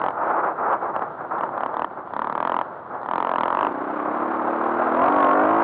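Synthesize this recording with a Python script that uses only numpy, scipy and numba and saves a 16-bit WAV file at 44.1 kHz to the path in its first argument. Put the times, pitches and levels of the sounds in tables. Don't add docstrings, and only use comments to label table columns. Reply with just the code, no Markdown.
import sys
import numpy as np
from scipy import signal
from scipy.fft import rfft, irfft
from scipy.io import wavfile
from scipy.ndimage import uniform_filter1d, map_coordinates
from numba import njit

SR = 44100
rng = np.random.default_rng(int(sys.argv[2]) if len(sys.argv) > 2 else 0)


def ratio_of_db(decibels):
    return 10 ** (np.asarray(decibels, float) / 20)


def file_out(sig):
    cols = np.atleast_2d(sig).T
    lim = np.clip(cols, -1, 1)
    pcm = np.round(lim * 32767).astype(np.int16)
    wavfile.write(sys.argv[1], SR, pcm)


N = 248283
T = np.arange(N) / SR
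PULL_START_S = 3.52
CEILING = 0.33
SHUT_AFTER_S = 0.06
CUT = signal.ellip(6, 0.5, 60, 4650, fs=SR, output="sos")


def level(x, db):
    return x * ratio_of_db(db) / np.sqrt(np.mean(x ** 2))


def noise():
    return rng.standard_normal(N)


def along(points):
    return np.interp(T, *np.transpose(points))


def walk(rate):
    k = int(SR / rate)
    held = np.repeat(rng.standard_normal(N // k + 1), k)
    return 1.2 * uniform_filter1d(uniform_filter1d(held, k), k)[:N]


@njit
def svf(x, hz, width):
    y, b, l = np.empty(len(x)), 0., 0.
    for i in range(len(x)):
        g, k = np.tan(np.pi * hz[i] / SR), width / hz[i]
        v = (b + g * (x[i] - l)) / (1 + g * (g + k))
        b, l, y[i] = 2 * v - b, l + 2 * g * v, k * v
    return y


def band(x, hz, width):
    return svf(x, np.full(N, float(hz)), float(width))


def ring(x, modes, wander=0.):
    out = np.zeros(N)
    for hz, width, db in modes:
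        centre, width = hz * (1 + wander * walk(30)), float(width)
        out += ratio_of_db(db) * svf(svf(x, centre, width), centre, width) / width
    return out


def rung(hits, modes, wander, size):
    push = np.hanning(size)
    unit = np.abs(ring(np.convolve(strikes([0.1], 0), push, "same"), modes)).max()
    return ring(np.convolve(hits, push, "same"), modes, wander) / unit


def colour(x, points, lo=0, hi=SR):
    f = np.arange(N // 2 + 1) * SR / N + 1
    hz, db = np.transpose(points)
    edges = 1 / (1 + (lo / f) ** 8) / (1 + (f / hi) ** 8)
    gain = ratio_of_db(np.interp(np.log(f), np.log(hz), db)) * np.sqrt(edges)
    return irfft(rfft(x) * gain, N)


def strikes(times, db):
    out = np.zeros(N)
    np.add.at(out, np.clip((np.asarray(times) * SR).astype(int), 0, N - 1), ratio_of_db(db))
    return out


def tail(hits, t60):
    return signal.lfilter([1], [1, -np.exp(-np.log(1000) / (t60 * SR))], np.abs(hits))


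# start_s, level_db
BREEZE = [
    (0, -32),
    (1.0, -32.5),
    (2.1, -39),
    (2.7, -35),
    (3.0, -34),
    (3.3, -31.5),
    (3.9, -29),
    (4.4, -26),
    (4.85, -23.5),
    (5.63, -23.5),
]
# start_s, length_s, level_db, swell_db (rise over the event)
GUSTS = [(-.02, 0.1, -28, 0), (.165, .24, -21.5, 1.5), (0.426, 0.086, -20.5, -11), (0.573, 0.17, -22.5, 7),
         (0.81, 0.093, -25, -8), (0.935, 0.023, -22.5, 1.5), (1.002, 0.042, -26, -4),
         (1.054, 0.021, -36, -6), (1.197, .085, -31.5, -11.5), (1.3, 0.16, -26.5, -2.5),
         (1.505, 0.14, -29.5, 2.5), (1.672, 0.17, -32.5, -7.5), (1.863, 0.075, -36, 4),
         (1.958, .05, -31, -9.5), (2.223, 0.36, -36.5, -6), (2.898, 0.078, -40, -7),
         (2.933, 0.0067, -28, 1)]


def airstream():
    attack_s, release_s = 0.014, 0.03
    power = ratio_of_db(along(BREEZE)) ** 2
    for start, length, db, swell_db in GUSTS:
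        age = T - start
        shape = np.clip(age / attack_s, 0, 1) * np.exp(-np.clip(age - length, 0, None) / release_s)
        swell = swell_db * (np.clip(age / length, 0, 1) - 0.5)
        power = power + (shape * ratio_of_db(db + swell)) ** 2
    return 10 * np.log10(power)


# frequency_hz, level_db (per Hz)
RUSH = [(15, -99), (25, -57), (64, -38.5), (92, -31), (216, -17.5), (263, -12.5), (286, -13.5), (326, -6.5),
        (364, -7), (406, -9.5), (833, -4), (1340, -8), (1820, -23), (2170, -27.5), (4550, -52),
        (5920, -100), (10000, -120)]


def wind():
    eddy_db, flicker_db = 1.1, 1.5
    rush_db = airstream()
    rumble_db = -41.5 + 0.5 * (rush_db + 30)
    chain_db = 13 * np.clip((T - PULL_START_S) / 0.14, 0, 1)
    hiss_db = -60 + 0.85 * (rush_db + 29.5) + chain_db
    out = level(colour(noise() * ratio_of_db(0.58 * walk(8.5)), RUSH, 0, 170), -49)
    out = out + level(band(noise() * ratio_of_db(1.5 * walk(40)), 2950, 1200), -68)
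    gust = walk(45)
    regions = [(rush_db, 430, 1900, 1.0), (rumble_db, 170, 430, 0.6), (hiss_db, 1900, SR, 0.8)]
    for db, lo, hi, share in regions:
        eddies = noise() * ratio_of_db(eddy_db * share * gust + flicker_db * walk(70))
        out = out + level(colour(eddies, RUSH, lo, hi), 0) * ratio_of_db(db)
    return out


# start_s, peak_db
KNOCKS = [
    (0.448, -14),
    (0.9629, -8),
    (1.491, -16),
    (1.714, -24.5),
    (3.015, -19),
]


def knocks():
    times, db = np.transpose(KNOCKS)
    return strikes(times, db - 3)


# first_s, last_s (firings), firings, speed_up_share, peak_db
PULLS = [(.0169, 0.0852, 4, 0.055, -9.5), (0.1066, 0.096, 1, 0, -18), (0.994, 1.0222, 2, 0, -9.5),
         (1.3845, 1.4357, 3, .01, -9.5), (1.579, 1.662, 4, .05, -10), (1.7425, 1.8457, 5, 0.045, -9),
         (2.075, 2.108, 2, 0, -24.5), (2.1372, 2.2195, 4, 0.063, -9), (2.2455, 2.3264, 4, -.02, -12),
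         (2.3533, 2.4746, 6, .08, -9), (2.4971, 2.6137, 6, -.02, -8.5), (3.032, 3.061, 2, 0, -15),
         (3.0886, 3.1586, 4, .06, -8.5), (3.1815, 3.3385, 8, .003, -9), (3.3597, 3.4347, 4, -.01, -6.5),
         (3.458, 3.572, 6, .03, -8.8), (3.591, 3.669, 5.1, 0, -9.5)]


def bike_ahead():
    shut_db = -23.5
    lag_share = 0.36
    times, db, last_s, last_db = [], [], 0, PULLS[0][4]
    for first, last, firings, faster, peak_db in PULLS:
        k = np.arange(round(firings))
        u = np.linspace(0, 1, len(k))
        old_db = shut_db if first - last_s > SHUT_AFTER_S else last_db
        times = np.r_[times, first + (last - first) * (u + faster * u * (1 - u))]
        db = np.r_[db, peak_db + (old_db - peak_db) * lag_share ** (k + 1)]
        last_s, last_db = last, peak_db
    firing_hz = uniform_filter1d(np.clip(1 / np.diff(times), 34., 60.), size=3)
    puff_db = -13 + 0.35 * (np.interp(T, times[:-1], firing_hz) - 42)
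    opened = np.maximum.accumulate(np.where(np.diff(times, prepend=-1) > SHUT_AFTER_S, times, 0))
    puff_db = puff_db + 9 * np.interp(T, times, times - opened)
    jitter_s, scatter_db = 0.0001 * rng.standard_normal(len(times)), 0.2 * rng.standard_normal(len(times))
    return strikes(times - 0.0012 + jitter_s, db + scatter_db), puff_db


# start_s, firing_hz
SPEED = [
    (3.5, 28.11),
    (3.976, 33.83),
    (4.066, 33.6),
    (4.328, 37.2),
    (4.4, 35.73),
    (4.934, 40.31),
    (5.132, 49.78),
    (5.276, 45.85),
    (5.63, 57.41),
]


def crank():
    flywheel_s = 0.06
    hz = uniform_filter1d(along(SPEED), size=int(flywheel_s * SR))
    return np.cumsum(hz * (T >= SPEED[0][0])) / SR


# firing_rate_multiple, level_db (at load 0), wheelspin_change_db
GEAR_TONES = [(11, -48.5, -5), (12, -43, -5.5), (13, -45.5, 0.5), (15, -46.5, 1), (16, -44, 0.5),
              (20, -47.5, -0.5), (23, -53, 16)]


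def gears(turns, load, spin):
    out = np.zeros(N)
    for multiple, db, spin_db in GEAR_TONES:
        tone = np.sin(2 * np.pi * (round(multiple) * turns + 0.16 * walk(30)))
        out += ratio_of_db(db + spin_db * spin + 2.37 * load + walk(7)) * tone
    return out


def clatter(turns):
    renew, size = 0.11, 256
    pattern = rng.standard_normal((int(turns[-1] * renew) + 3, size))
    locked = map_coordinates(pattern, [turns * renew, turns % 1 * (size - 1)], order=1)
    locked = signal.sosfilt(signal.butter(4, 2200., fs=SR, output="sos"), locked)
    return locked * ratio_of_db(3.3 * np.cos(2 * np.pi * (turns - 0.5)))


# start_s, load_db
LOAD = [
    (3.52, -14),
    (3.7, -5.5),
    (3.85, -5.5),
    (4.6, 0.5),
    (4.87, -0.5),
    (4.95, 6),
    (5.1, 6.5),
    (5.4, 8),
    (5.63, 8),
]
# centre_hz, width_hz, level_db
THUMP_MODES = [(73, 45, -26.5), (258.5, 34, -11), (301.6, 138, 10.5)]
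# centre_hz, width_hz, level_db
EXHAUST_MODES = [(547, 210, 0)]
# centre_hz, width_hz, level_db
CLATTER_MODES = [(555, 234, -2.5), (682, 179, -1), (806, 200, -8.5), (1086, 241, 3), (1333, 220, -8)]


def own_engine():
    load = along(LOAD)
    spin_s, spin_end_s = 4.87, 5.36
    spin = np.clip(np.minimum((T - spin_s) / 0.14, (spin_end_s - T) / 0.035), 0, 1)
    turns = crank()
    cycle = np.arange(int(turns[-1]) + 1)
    chance = rng.standard_normal((6, len(cycle)))

    def at(phase, db):
        return strikes(np.interp(cycle + phase, turns, T), db)

    intake = at(0.1467, 0.45 * chance[0])
    exhaust = at(0.4792 + 0.0025 * chance[1], -1.5 + 0.45 * chance[2])
    thumps = level(ring(intake + exhaust, THUMP_MODES), 0.86) + level(ring(exhaust, EXHAUST_MODES), -6.5)
    thumps = thumps - 0.97 * band(thumps, 140, 90)
    boom = thumps * ratio_of_db(-32.5 + 0.49 * load)
    body = level(ring(clatter(turns), CLATTER_MODES), 0.88) * ratio_of_db(-36 + 1.4 * load)
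    opening = np.clip((T - PULL_START_S) / 0.08, 0, 1)
    motor = (boom + body + gears(turns, load, spin)) * opening

    bangs = at(0.33, 1.5 * chance[3]) + at(0.63, -2 + 1.5 * chance[1])
    bangs = bangs * ratio_of_db(-28.5 + 0.2 * load - 60 * (T < 3.7))
    bark = spin * at(0.43 + 0.033 * chance[4], -11.5 + 1.4 * chance[5])
    return motor, bangs + bark


# centre_hz, width_hz, level_db
CRACK_MODES = [(297, 154, -14), (648, 324, -7), (950, 677, 7.5), (1692, 190, -10)]
# centre_hz, width_hz, level_db
EDGE_MODES = [(2040, 260, -5.5), (3320, 1000, 3.5), (3640, 150, -18.5)]
# centre_hz, width_hz, level_db
AFTER_MODES = [(967, 240, -1), (1154, 230, -6)]


def cracks(hits, puff_db):
    late = np.roll(hits, int(0.001 * SR))
    steep = late * np.sqrt(late / CEILING) * ratio_of_db(1.7 * walk(45))
    gas = ratio_of_db(puff_db)
    edge = ratio_of_db(-23.5) * rung(steep, EDGE_MODES, wander=0.1, size=16)
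    front = edge - rung(hits, CRACK_MODES, wander=0.067, size=34)
    after = -ratio_of_db(1.5) * gas * rung(hits, AFTER_MODES, wander=0.025, size=34)
    grit = level(colour(noise(), RUSH, lo=300), 0)
    puff = ratio_of_db(-12.5) * gas * tail(late, 0.05)
    scatter = ratio_of_db(-28.5) * tail(late, 0.12)
    return front + after + grit * (puff + scatter)


NOTCH_HZ = (5000, 5500, 7000)


def treble(hits, rush):
    spray = ratio_of_db(-46) * tail(hits, 0.023)
    trace = ratio_of_db(-52) * uniform_filter1d(np.abs(rush), size=200)
    x = noise() * (spray + trace + ratio_of_db(-92))
    x = colour(x, [(4700, -24), (5200, -4.5), (6200, -6), (9500, -4.5), (11800, -8.5), (12900, -26)])
    whine = band(noise(), 9750, 500) * ratio_of_db(3 * walk(30))
    x = x + ratio_of_db(-74.5) * whine * (T > 3.68) * (T < 4.9)
    for hz in NOTCH_HZ:
        x = signal.lfilter(*signal.iirnotch(hz, 6, SR), x)
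    return x


def scene():
    motor, bangs = own_engine()
    ahead, ahead_puff_db = bike_ahead()
    own_puff_db = -10 + 0.36 * (along(SPEED) - 42)
    puff_db = np.where(T < PULLS[-1][1] + SHUT_AFTER_S, ahead_puff_db, own_puff_db)
    hits = ahead + bangs + knocks()
    throb_db = 1.8 * np.cos(2 * np.pi * (crank() - 0.5)) * (T > PULL_START_S)
    rush = wind() * ratio_of_db(throb_db) + motor
    case = signal.butter(2, 3600., fs=SR, output="sos")
    dulled = signal.sosfilt(case, cracks(hits, puff_db) + rush)
    filtered = signal.sosfilt(CUT, signal.sosfilt(CUT, dulled))
    return (filtered + treble(hits, rush))[None]


def roll_off(x):
    return signal.sosfilt(signal.butter(12, 13300, fs=SR, output="sos"), x)


def record(dry):
    overtones = dry / (1 + np.abs(dry / CEILING) ** 4) ** 0.25 - dry
    overtones = signal.sosfiltfilt(signal.butter(3, 3000., fs=SR, output="sos"), overtones)
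    heard = dry + signal.sosfiltfilt(CUT, overtones)
    heard = signal.sosfilt(signal.butter(3, 60., "high", fs=SR, output="sos"), heard)
    return roll_off(heard)


dry = scene()
out = record(dry)
file_out(out)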